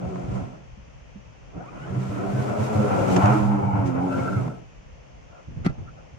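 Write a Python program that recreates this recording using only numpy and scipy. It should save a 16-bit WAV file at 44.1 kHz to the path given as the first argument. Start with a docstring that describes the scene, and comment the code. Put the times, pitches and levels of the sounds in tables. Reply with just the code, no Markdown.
"""A humming, roaring battery mower runs down, starts again, is pushed past through wet grass and stops.
Its blade hums and sags under load, air roars in the deck (the shell over the blade), and grass hisses.
The wheel motor whines, and the body booms over the bumpy lawn of a fenced yard.
Then the grass catcher rustles and is unhooked with one sharp clack, over a quiet outdoor hush."""
import sys
import numpy as np
from scipy import signal
from scipy.fft import rfft, irfft
from scipy.io import wavfile
from scipy.ndimage import uniform_filter1d

SR = 44100
rng = np.random.default_rng(int(sys.argv[2]) if len(sys.argv) > 2 else 0)


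def generate_wav(signal):
    """Clip the signal to [-1, 1] and save it as 16-bit WAV at the path in sys.argv[1]."""
    frames = np.transpose(np.atleast_2d(signal))
    scaled = np.clip(frames, -1, 1) * 32767
    pcm = np.round(scaled).astype(np.int16)
    wavfile.write(sys.argv[1], SR, pcm)


N = 272538
T = np.arange(N) / SR
FREQ = np.fft.rfftfreq(N, 1 / SR)


def undb(db):
    """Turn decibels into a gain to multiply by."""
    return 10 ** (np.asarray(db) / 20)


def curve(rows, column):
    """One column of a table, joined by straight lines in time."""
    rows = np.array(rows)
    return np.interp(T, rows[:, 0], rows[:, column])


def levels(spans, column, fade_s=0.17):
    """Gain from a dB column, fading to silence outside each span of rows."""
    gain = np.zeros(N)
    for rows in spans:
        inside_s = np.minimum(T - rows[0][0], rows[-1][0] - T)
        gain += undb(curve(rows, column)) * np.clip(1 + inside_s / fade_s, 0, 1)
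    return gain


def strike(age, rise_s, t60_s):
    """Gain that rises quickly, then dies away by 60 dB every t60_s seconds."""
    age = np.maximum(age, 0)
    return (1 - np.exp(-(age / rise_s) ** 2)) * undb(-60 * age / t60_s)


def swells(rows):
    """Gain of sounds that rise to a peak and fall away again."""
    return sum(undb(db) * np.exp(-((T - s) / half_s) ** 2) for s, db, half_s in rows)


def shape(points):
    """Gain at each frequency, from points of (frequency [Hz], level [dB])."""
    hz, db = np.transpose(points)
    return undb(np.interp(np.log(FREQ + 1), np.log(hz), db))


def resonance(hz, width_hz):
    """A bell-shaped peak that favours the frequencies near hz."""
    return 1 / (1 + ((FREQ - hz) / width_hz) ** 2)


def wobble(rate_hz):
    """A smooth random wobble, about 1 in size."""
    hold = int(SR / rate_hz)
    steps = rng.standard_normal(2000)[np.arange(N) // hold]
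    smooth = uniform_filter1d(uniform_filter1d(steps, hold), hold)
    return smooth / smooth.std()


def echo(x, delay_s):
    """Each channel again, after a delay that may change."""
    return np.array([np.interp(T - delay_s, T, channel, left=0) for channel in x])


# How wide the noise sounds: (frequency [Hz], side minus middle [dB])
STEREO_WIDTH = [(25, 2), (45, -6), (70, 5.5), (140, -2), (280, 1.5), (550, 3.5), (1000, 1.5), (4000, -1),
                (12000, 1.5)]
# Which way it leans: (frequency [Hz], left minus right [dB])
STEREO_LEAN = [(60, 2.5), (200, -3.5), (380, 2.5), (550, 7.5), (800, 1), (1300, -0.5), (1900, -2.5),
               (2400, 2.5), (4000, 0.5), (12000, 0)]


def noise(colour, band=(20, 20000), grain_db=0):
    """Stereo noise whose middle has strength 1 within the band [Hz]; grain makes it crackle."""
    grains = undb(grain_db * np.repeat(rng.standard_normal(N // 32 + 1), 32)[:N])
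    mid, side = rfft(rng.standard_normal((2, N)) * grains) * colour
    side = side * shape(STEREO_WIDTH)
    lean = np.sqrt(shape(STEREO_LEAN))
    inside = (FREQ > band[0]) & (FREQ < band[1])
    return irfft(np.array([(mid + side) * lean, (mid - side) / lean]), N) / irfft(mid * inside, N).std()


def harmonic(cycles, order, flutter, spread):
    """A tone at a multiple of the blade's rate; swirling air shakes it differently on each side."""
    shared = 1 + flutter * (wobble(28.316) + 1j * wobble(28.15))
    sides = np.array([shared + spread * (wobble(14) + 1j * wobble(12)) for _ in range(2)])
    strength = np.sqrt(.5 + flutter ** 2 + spread ** 2 / 2)
    return np.real(sides * np.exp(2j * np.pi * order * cycles)) / strength


# The blade, one span running down and one passing by:
# (time [s], blade-passing rate [Hz], harmonic 2 [dB], harmonic 3 [dB], harmonic 4 [dB])
BLADE_HUM = [
    [(0.0, 86.4, -63, -55, -68), (0.04, 88.3, -30.5, -49, -61), (0.1, 95.4, -39, -68, -35),
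     (0.176, 90.4, -36.5, -43, -43), (0.23, 88.26, -41, -45.5, -41), (0.38, 97.96, -31.5, -57, -57),
     (0.424, 88.9, -38, -36.5, -57), (0.462, 74.6, -36, -50, -66), (0.5, 65.55, -57, -53, -56),
     (0.62, 44.8, -81, -58, -55)],
    [(1.74, 56.0, -72, -53, -60), (1.83, 76.8, -39.5, -49, -63), (1.87, 84.5, -45, -68, -56),
     (1.93, 94, -33, -45, -41), (1.97, 99, -37.5, -43, -58), (2.02, 97.2, -32.5, -60, -41),
     (2.17, 98.74, -35, -31, -57), (2.2, 97.34, -36, -43, -34.5), (2.54, 103.2, -38.5, -59, -44.5),
     (2.62, 107.9, -34.5, -43, -33), (2.66, 105.2, -43, -51, -48), (2.72, 106.8, -30, -52, -29),
     (2.75, 106.5, -36.5, -62, -49), (2.8, 106.0, -24.5, -43, -55), (2.85, 103, -31.5, -31, -24),
     (2.93, 97.76, -35, -49, -54), (2.99, 94.85, -29.5, -41, -29.5), (3.06, 95.2, -40, -37, -50),
     (3.18, 91.08, -23, -33, -21), (3.21, 95.13, -28, -45, -50), (3.24, 98.54, -33, -33.5, -22),
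     (3.29, 103.3, -21, -24.5, -48), (3.33, 105.7, -26.5, -46, -25), (3.36, 105.3, -33.5, -19.5, -35.5),
     (3.5, 101.9, -18, -47, -43), (3.55, 99.56, -22.5, -28, -39), (3.63, 98.87, -37, -38, -41),
     (3.67, 97.75, -27, -38, -67), (3.83, 95.26, -34.5, -36, -53), (3.89, 89, -31, -30, -25.5),
     (3.93, 85.06, -42, -29.5, -52), (4.06, 93, -28.5, -28, -37), (4.11, 90.2, -38, -30.5, -36),
     (4.24, 87.16, -47, -37.5, -57), (4.29, 92.8, -40, -52, -49), (4.35, 98.3, -27, -37, -52),
     (4.39, 96.36, -33, -63, -52), (4.46, 85.15, -43, -44, -67), (4.47, 80.5, -46, -32, -36),
     (4.66, 42.55, -70, -80, -63)],
]
CAVITY_HZ, CAVITY_T60_S = 128.3, 0.42  # pitch and ring time of the hollow under the deck


def blade_hum(cycles):
    """The blade tips hum as they pass the deck wall, and set the air under the deck booming."""
    second, third, fourth = (levels(BLADE_HUM, column) for column in (2, 3, 4))
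    hum = undb(1) * second * harmonic(cycles, order=2, flutter=0.19, spread=0.13)
    hum += undb(-0.5) * third * harmonic(cycles, order=3, flutter=0.28, spread=0.44)
    hum += undb(-3.5) * fourth * harmonic(cycles, order=4, flutter=0.29, spread=0.67)
    cavity = undb(-5) * second * noise(resonance(CAVITY_HZ, 3.5))
    return (hum + cavity) * undb([[-1.3], [1.3]])  # a little to the right


# Air rushing under the deck, one span for each run: (time [s], low roar [dB], high roar [dB])
ROAR_LEVELS = [
    [(0, -41.5, -50), (.146, -44, -51), (.21, -42, -48.5), (.378, -39.5, -44.5), (.47, -48.5, -52.5),
     (.682, -63.5, -67.5), (.7, -81, -80)],
    [(1.45, -74, -65.5), (1.57, -43, -51.5), (1.65, -54, -54.5), (1.95, -44, -45), (2.23, -39.5, -41.5),
     (2.4, -36, -40), (2.62, -36.5, -37), (2.9, -36.5, -35.5), (3.0, -35, -36), (3.08, -30.5, -33.5),
     (3.19, -27, -32), (3.23, -46, -27), (3.31, -41, -28), (3.4, -34, -33.5), (3.54, -40, -36),
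     (3.62, -36, -39.5), (3.69, -39, -38), (3.98, -37.5, -39.5), (4.16, -34.5, -40), (4.33, -36, -43),
     (4.41, -40.5, -44), (4.63, -52.5, -64), (4.7, -95, -99)],
]
# Tone colours of the low and the high roar: (frequency [Hz], level [dB])
LOW_ROAR_COLOUR = [(30, -28), (120, 8.5), (240, 5), (330, 3), (420, 0), (600, -2.5), (720, 0), (1000, -46),
                   (2000, -97)]
HIGH_ROAR_COLOUR = [(350, -23), (600, -7), (740, 0.5), (900, -3.5), (1040, -4), (1180, -10.5), (1340, -3),
                    (1560, -14.5), (1800, -22), (2250, -19.5), (3000, -28.5), (4500, -68)]


def air_roar(blade_hz, repeat=0.25):
    """Air roars in the deck; each blade tip meets the swirls left by the one before."""
    low = undb(-3) * noise(shape(LOW_ROAR_COLOUR), band=(350, 680))
    high = undb(-1.7) * noise(shape(HIGH_ROAR_COLOUR), band=(700, 1150))
    roar = low * levels(ROAR_LEVELS, column=1) + high * levels(ROAR_LEVELS, column=2)
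    period_s = 1 / np.maximum(blade_hz, 60)
    roar = roar + repeat * echo(roar, period_s) + repeat ** 2 * echo(roar, 2 * period_s)
    return roar * undb(1.84 * wobble(31.9))


def blade_whirr(cycles, step_db=-1.27):
    """The blade's harmonics 5 to 11 glide with its speed and swell with the high roar."""
    tones = sum(undb(step_db * k) * harmonic(cycles, 5 + k, flutter=.6, spread=.8) for k in range(7))
    return undb(-11.5) * tones * levels(ROAR_LEVELS, column=2) * undb([[1.5], [-1.5]])


# Grass being shredded, one span for each run: (time [s], level [dB])
CUTTING_LEVELS = [
    [(0, -65), (.15, -62), (.27, -62), (.35, -57.5), (.45, -64), (.6, -75)],
    [(1.6, -75), (1.8, -64.5), (1.93, -63), (2.01, -56), (2.12, -55.5), (2.3, -55.5), (2.42, -52.5),
     (2.56, -55.5), (2.64, -48), (2.72, -51.5), (2.9, -50.5), (2.98, -48.5), (3.06, -48), (3.13, -43.5),
     (3.2, -48.5), (3.31, -47), (3.42, -53.5), (3.62, -61), (3.84, -63.5), (3.87, -53.5), (3.92, -63),
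     (3.98, -64), (4.08, -58), (4.18, -54.5), (4.35, -56), (4.5, -62), (4.65, -82)],
]
# Tone colour of its hiss: (frequency [Hz], level [dB])
HISS_COLOUR = [(1100, -22), (1800, -4), (2300, -3), (3500, -9.5), (4000, -12), (4700, -12), (6600, -10.5),
               (9300, -18.5), (11000, -22.5), (15500, -30)]
# How the hiss is duller at first: (frequency [Hz], change [dB])
EARLY_DULLING = [(2300, 3), (4000, 1), (6500, 1.5), (12000, -6)]


def grass_cutting(bright_at_s=2.26):
    """Wet grass is shredded in a fine, uneven crackle that brightens at about two seconds."""
    bright = noise(shape(HISS_COLOUR), band=(3500, 10000), grain_db=1.5)
    dull = noise(shape(HISS_COLOUR) * shape(EARLY_DULLING), band=(3500, 10000), grain_db=1.5)
    brightness = np.clip(1 + 2 * (T - bright_at_s), 0, 1)
    hiss = np.sqrt(brightness) * bright + np.sqrt(1 - brightness) * dull
    flicker = undb(.8 * wobble(25))
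    return undb(-3) * hiss * levels(CUTTING_LEVELS, column=1) * flicker


# Tone colour of the quiet outdoors: (frequency [Hz], level [dB])
YARD_COLOUR = [(22, -11), (53, 5), (95, -5.5), (135, 2), (200, -10.5), (354, -20), (520, -16.5),
               (700, -19.5), (1100, -23), (1600, -26.5), (2600, -24.5), (3100, -28), (3900, -39.5),
               (6300, -32.5), (8000, -51), (11000, -65.5), (15000, -72)]


def yard_hush():
    """A steady outdoor hush, with a light breeze stirring the bass."""
    hush = noise(shape(YARD_COLOUR), band=(300, 15000))
    bass = irfft(rfft(hush) * resonance(50, 130), N)
    breeze = undb(-4 + 2.2 * wobble(18))
    return undb(-58) * (hush + bass * (breeze - 1))


# The mower jolts on the lawn: (time [s], level [dB], pitch [Hz], rise time [s])
JOLTS = [(0.06, -27.5, 83, 0.013), (0.233, -33.5, 61.6, 0.012), (.275, -14.5, 112.6, 0.033),
         (0.298, -26.5, 61, 0.015), (.417, -31, 95, 0.0059), (0.769, -43.5, 197, 0.0075),
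         (1.152, -38, 199, 0.0087), (1.17, -53, 62, 0.0071), (1.545, -36.5, 69.6, 0.009),
         (1.561, -33.5, 176, 0.011), (1.549, -41, 295, 0.0092), (1.901, -29, 98.26, 0.011),
         (1.956, -16, 126.6, 0.02), (1.959, -19, 194.3, .018), (2.09, -21.5, 115.9, 0.011),
         (2.329, -11.5, 121.5, 0.027), (2.384, -22.5, 119.9, 0.0094), (2.579, -9, 107, 0.034),
         (2.748, -10, 108.7, 0.021), (2.819, -17.5, 120.1, 0.017), (3.005, -19.5, 103, 0.011),
         (3.228, -6, 108.2, 0.019), (3.285, -8.5, 128, 0.026), (3.42, -17.5, 111, 0.015),
         (3.63, -14.5, 108.9, 0.017), (3.729, -11, 112, 0.02), (3.785, -13, 111.7, 0.014),
         (3.846, -22, 109, 0.013), (3.974, -29, 102.8, .012), (4.139, -26, 119, 0.0091),
         (4.201, -19.5, 119.5, 0.017), (4.357, -10.5, 113.5, 0.019), (4.46, -26.5, 158.2, 0.0071)]


def lawn_bumps():
    """Each jolt comes through the soft tyres as a boom and a dull rattle, and leaves the deck ringing."""
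    boom, push = np.zeros(N), np.zeros(N)
    for s, db, hz, rise_s in JOLTS:
        age = T - s
        swell = undb(db + 10) * strike(age, rise_s, t60_s=0.11)
        ring = undb(db - 6) * strike(age, rise_s=0.032, t60_s=CAVITY_T60_S)
        boom += swell * np.sin(2 * np.pi * hz * age) + ring * np.sin(2 * np.pi * CAVITY_HZ * age)
        push += swell
    rattle = noise(shape([(25, -31), (70, 4.5), (100, -16.5), (200, 17.5), (350, 2.5),
                          (900, -33.5), (3000, -80.5)]))
    return boom * undb([[-1.5], [1.5]]) + undb(-16) * push * rattle


# Stalks hit the deck: (time [s], snap [dB], knock [dB], snap fade time [s])
STALK_HITS = [(0.147, -51, -44, .03), (0.157, -52, -34, .025), (3.1596, -35, -38, 0.0099),
              (3.1625, -27, -28, 0.023), (3.1657, -31, -25, 0.021), (3.174, -38, -35, .02),
              (3.257, -18.5, -38, 0.0046), (3.858, -46, -45, 0.28), (4.478, -53, -34, 0.029)]


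def stalk_snaps(rise_s=0.00045):
    """Tough stalks snap and knock against the deck, and their shreds spatter after."""
    burst, knock = np.zeros(N), np.zeros(N)
    for s, snap_db, knock_db, t60_s in STALK_HITS:
        shreds = undb(-15) * strike(T - s, rise_s, t60_s=0.057)
        burst += undb(snap_db) * (strike(T - s, rise_s, t60_s) + shreds)
        knock += undb(knock_db) * strike(T - s, rise_s, t60_s=0.041)
    spatter = noise(shape([(300, 9), (1200, 11), (2300, 9.5), (4200, -5.5), (6800, 2.5),
                           (10000, -35), (15000, -48)]))
    deck = noise(resonance(800, 400))
    return burst * spatter + knock * deck


# Soft thuds while the blade is still: (peak time [s], level [dB], pitch [Hz])
TURF_THUDS = [(.735, -37, 56.1), (0.796, -39, 66), (.83, -41, 54), (.882, -41.5, 72), (1.027, -38, 55),
              (1.27, -43, 60), (1.303, -41.5, 110), (4.793, -42.5, 43.5), (4.833, -52, 109),
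              (4.872, -45, 46), (4.932, -42.5, 72), (5.012, -46, 58), (5.488, -35.5, 67), (5.618, -32, 79),
              (5.816, -42.5, 79), (6.14, -40.5, 74)]


def turf_thuds(half_s=0.013):
    """Boots, wheels and bag settle on the turf, each with a short, dull thud and a scuff."""
    thump = sum(swells([(s, db, half_s)]) * np.cos(2 * np.pi * hz * (T - s)) for s, db, hz in TURF_THUDS)
    weight = swells([(s, db, half_s) for s, db, _ in TURF_THUDS])
    scuff = noise(shape([(25, 0), (55, -5), (130, 5), (220, -6.5), (600, -27), (2000, -55), (12000, -90)]))
    return thump + undb(-15) * weight * scuff


# The wheel motor spins up freely (first span), then labours: (time [s], pitch [Hz], level [dB])
MOTOR_WHINE = [
    [(1.56, 560, -54), (1.592, 670, -57), (1.611, 730, -39.5), (1.632, 810, -48), (1.655, 980, -51),
     (1.688, 1200, -43), (1.706, 1260, -51), (1.728, 1370, -54), (1.755, 1480, -54), (1.772, 1400, -58),
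     (1.79, 1340, -47), (1.812, 1400, -48), (1.828, 1460, -45), (1.862, 1510, -43), (1.888, 1700, -47),
     (1.92, 1620, -60)],
    [(2.25, 1540, -58), (2.38, 1530, -40), (2.5, 1460, -52), (2.6, 1350, -48), (2.93, 1340, -33),
     (3.1, 1370, -41), (3.28, 1340, -52), (3.45, 1340, -63)],
    [(4.1, 1310, -39), (4.128, 1340, -27), (4.155, 1375, -33.5), (4.2, 1380, -37), (4.235, 1345, -33.5),
     (4.26, 1350, -31.5), (4.286, 1355, -23), (4.31, 1370, -44), (4.33, 1375, -34), (4.363, 1350, -32.5),
     (4.395, 1290, -38), (4.42, 1310, -45), (4.472, 1320, -59), (4.51, 1350, -40), (4.58, 1300, -58)],
]
# Its gears rasp: (peak time [s], level [dB], half length [s], pitch [Hz])
GEAR_RASPS = [(1.771, -62, 0.031, 2450), (1.829, -56, .016, 2080), (1.837, -68, .012, 2900),
              (3.736, -57, 0.12, 2230), (4.123, -53, .016, 2640), (4.2, -52, 0.026, 2200),
              (4.288, -57, 0.039, 2220), (4.381, -52, 0.021, 2170), (4.468, -58, .015, 2102)]


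def wheel_motor(chatter_hz=110, side_ratio=1.135):
    """The motor's whine glides with its load; its gears chatter, rasp and add a higher side tone."""
    hz = curve(np.vstack(MOTOR_WHINE), column=1)
    cycles = np.cumsum(hz * (1 + .012 * wobble(260))) / SR
    loaded_at_s = MOTOR_WHINE[1][0][0]
    slack = undb(7 * (T < loaded_at_s))  # loose gears chatter more
    chatter = undb(-11) * slack
    teeth = resonance(0, chatter_hz) ** 2
    rough = (1 + chatter * (noise(teeth) + 1j * noise(teeth))) / np.hypot(1, 2 * chatter)
    whine = np.real(rough * np.exp(2j * np.pi * cycles))
    side_tone = undb(-12.5) * np.real(rough[::-1] * np.exp(2j * np.pi * side_ratio * cycles))
    octave = undb(-30) * slack ** 2 * np.real(rough ** 2 * np.exp(4j * np.pi * cycles))
    housing = undb(-15) * noise(resonance(1420, 130))
    rasp = sum(swells([(s, db, half_s)]) * noise(resonance(rasp_hz, 110))
               for s, db, half_s, rasp_hz in GEAR_RASPS)
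    loudness = undb(-2) * levels(MOTOR_WHINE, column=2, fade_s=.03)
    return (whine + side_tone + octave + housing) * loudness + rasp


# The lawn swallows part of the roar, lower in pitch as the mower nears:
# (peak time [s], half length [s], pitch [Hz], share lost [0-1])
SWALLOWED_BANDS = [(2.15, 0.39, 830, 0.54), (2.74, 0.17, 784, 0.2)]


def over_lawn(sound, width_hz=163):
    """Sound that skims the soft grass from far away loses some of its middle pitches."""
    spectrum = rfft(sound)
    lost = sum(share * swells([(s, 0, half_s)]) * irfft(spectrum * resonance(hz, width_hz), N)
               for s, half_s, hz, share in SWALLOWED_BANDS)
    return sound - lost


# The deck rings as it shows different sides: (peak time [s], level [dB], half length [s], pitch [Hz])
DECK_RINGS = [(2.279, -40.5, 0.082, 711.5), (2.58, -35, 0.12, 619.8), (2.84, -33, 0.093, 528),
              (3.002, -31.5, 0.12, 539.6), (3.5, -38, 0.061, 897.2), (3.704, -33, 0.15, 867),
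              (4.045, -35.5, 0.061, 826), (4.128, -38.5, 0.046, 564.3)]


def hollow_deck():
    """The space under the deck adds a hollow ring whose pitch shifts as the mower turns."""
    return sum(swells([(s, db, half_s)]) * noise(resonance(hz, 60)) for s, db, half_s, hz in DECK_RINGS)


# The bag's cloth slides and its rim rubs: (peak time [s], level [dB], half length [s])
CLOTH_SLIDES = [(5.1, -65, 0.13), (5.36, -54.5, 0.073), (5.76, -56, 0.09), (6.02, -57, 0.1)]
RIM_RUBS = [(5.37, -57, 0.07), (5.665, -38, 0.019), (5.888, -49, 0.018), (5.99, -58, 0.024)]
# The bag is tugged and knocked: (time [s], level [dB], fade time [s])
BAG_TUGS = [(5.474, -40, 1), (5.559, -37, 0.72), (5.69, -22.5, 0.088), (5.776, -37, 0.55), (6.126, -47, .2)]


def catcher_bag(rise_s=0.0056):
    """The fabric bag rustles and rumbles, and its plastic rim rubs as it is lifted."""
    fabric = noise(shape([(30, -4), (70, -1), (140, 4.5), (280, -10.5), (450, -21), (700, -27),
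                          (2000, -39), (6000, -62), (15000, -87)]))
    rumble = fabric * sum(undb(db) * strike(T - s, rise_s, t60_s) for s, db, t60_s in BAG_TUGS)
    rub = undb(-2.5) * swells(RIM_RUBS) * noise(resonance(1350, 105))
    rustle = swells(CLOTH_SLIDES) * noise(resonance(640, 230))
    return rumble + rub + rustle


# The notes that the catcher and its latch ring at: (pitch [Hz], level [dB], fade time [s])
FRAME_NOTES = [(176.5, 1, 0.04), (267, -7, 0.046), (330, -13.5, 0.047), (594, -55, 0.1), (800, -41.5, 0.21),
               (1216, -33, 0.098), (1355, -34, 0.15), (1994, -35, 0.11), (2230, -32, 0.082),
               (2265, -38, 0.073), (4300, -31, 0.026)]
# The latch slips, then snaps:
# (time [s], ring [dB], ring rise time [s], crack [dB], crack rise time [s], crack fade time [s])
LATCH_HITS = [(5.645, -9, 0.0082, -31, 0.0031, 0.093), (5.653, -1, 0.0056, -35, 0.0051, 0.12),
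              (5.6624, -10.5, 0.0015, -28.5, 0.00066, 0.019), (5.664, -3, 0.0021, -20, 0.00023, 0.0067),
              (5.691, -28, .006, -46, .005, 0.061)]


def latch_clack():
    """The latch scrapes, snaps with one sharp crack and rings the catcher's plastic frame."""
    ring, burst = np.zeros((2, N)), np.zeros(N)
    for s, ring_db, rise_s, crack_db, crack_rise_s, crack_t60_s in LATCH_HITS:
        age = T - s - np.array([[0], [.0002]])  # the ring reaches the right side later
        for hz, note_db, t60_s in FRAME_NOTES:
            ring += undb(ring_db + note_db) * strike(age, rise_s, t60_s) * np.cos(2 * np.pi * hz * age)
        burst += undb(crack_db) * strike(age[0], crack_rise_s, crack_t60_s)
    crack = burst * noise(shape([(300, 14.5), (550, 7.5), (1200, 2), (2200, 2.5), (3500, -7.5),
                                 (6000, -13), (9000, -25), (15000, -42)]))
    bass_cut = signal.butter(2, 125, "high", fs=SR, output="sos")  # a small frame gives off little bass
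    return signal.sosfilt(bass_cut, ring) + crack


def scene():
    """The mower crosses the yard, then the catcher comes off."""
    blade_hz = curve(np.vstack(BLADE_HUM), column=1)
    cycles = np.cumsum(blade_hz) / SR
    mower = blade_hum(cycles) + over_lawn(air_roar(blade_hz) + blade_whirr(cycles))
    mower = mower + hollow_deck() + grass_cutting() + wheel_motor() + lawn_bumps() + stalk_snaps()
    return mower + turf_thuds() + catcher_bag() + latch_clack() + yard_hush()


def record(dry):
    """Cut away the highest treble, above 15600 Hz."""
    return signal.sosfilt(signal.ellip(8, .2, 70, 15600, fs=SR, output="sos"), dry)


dry = scene()
out = record(dry)
generate_wav(out)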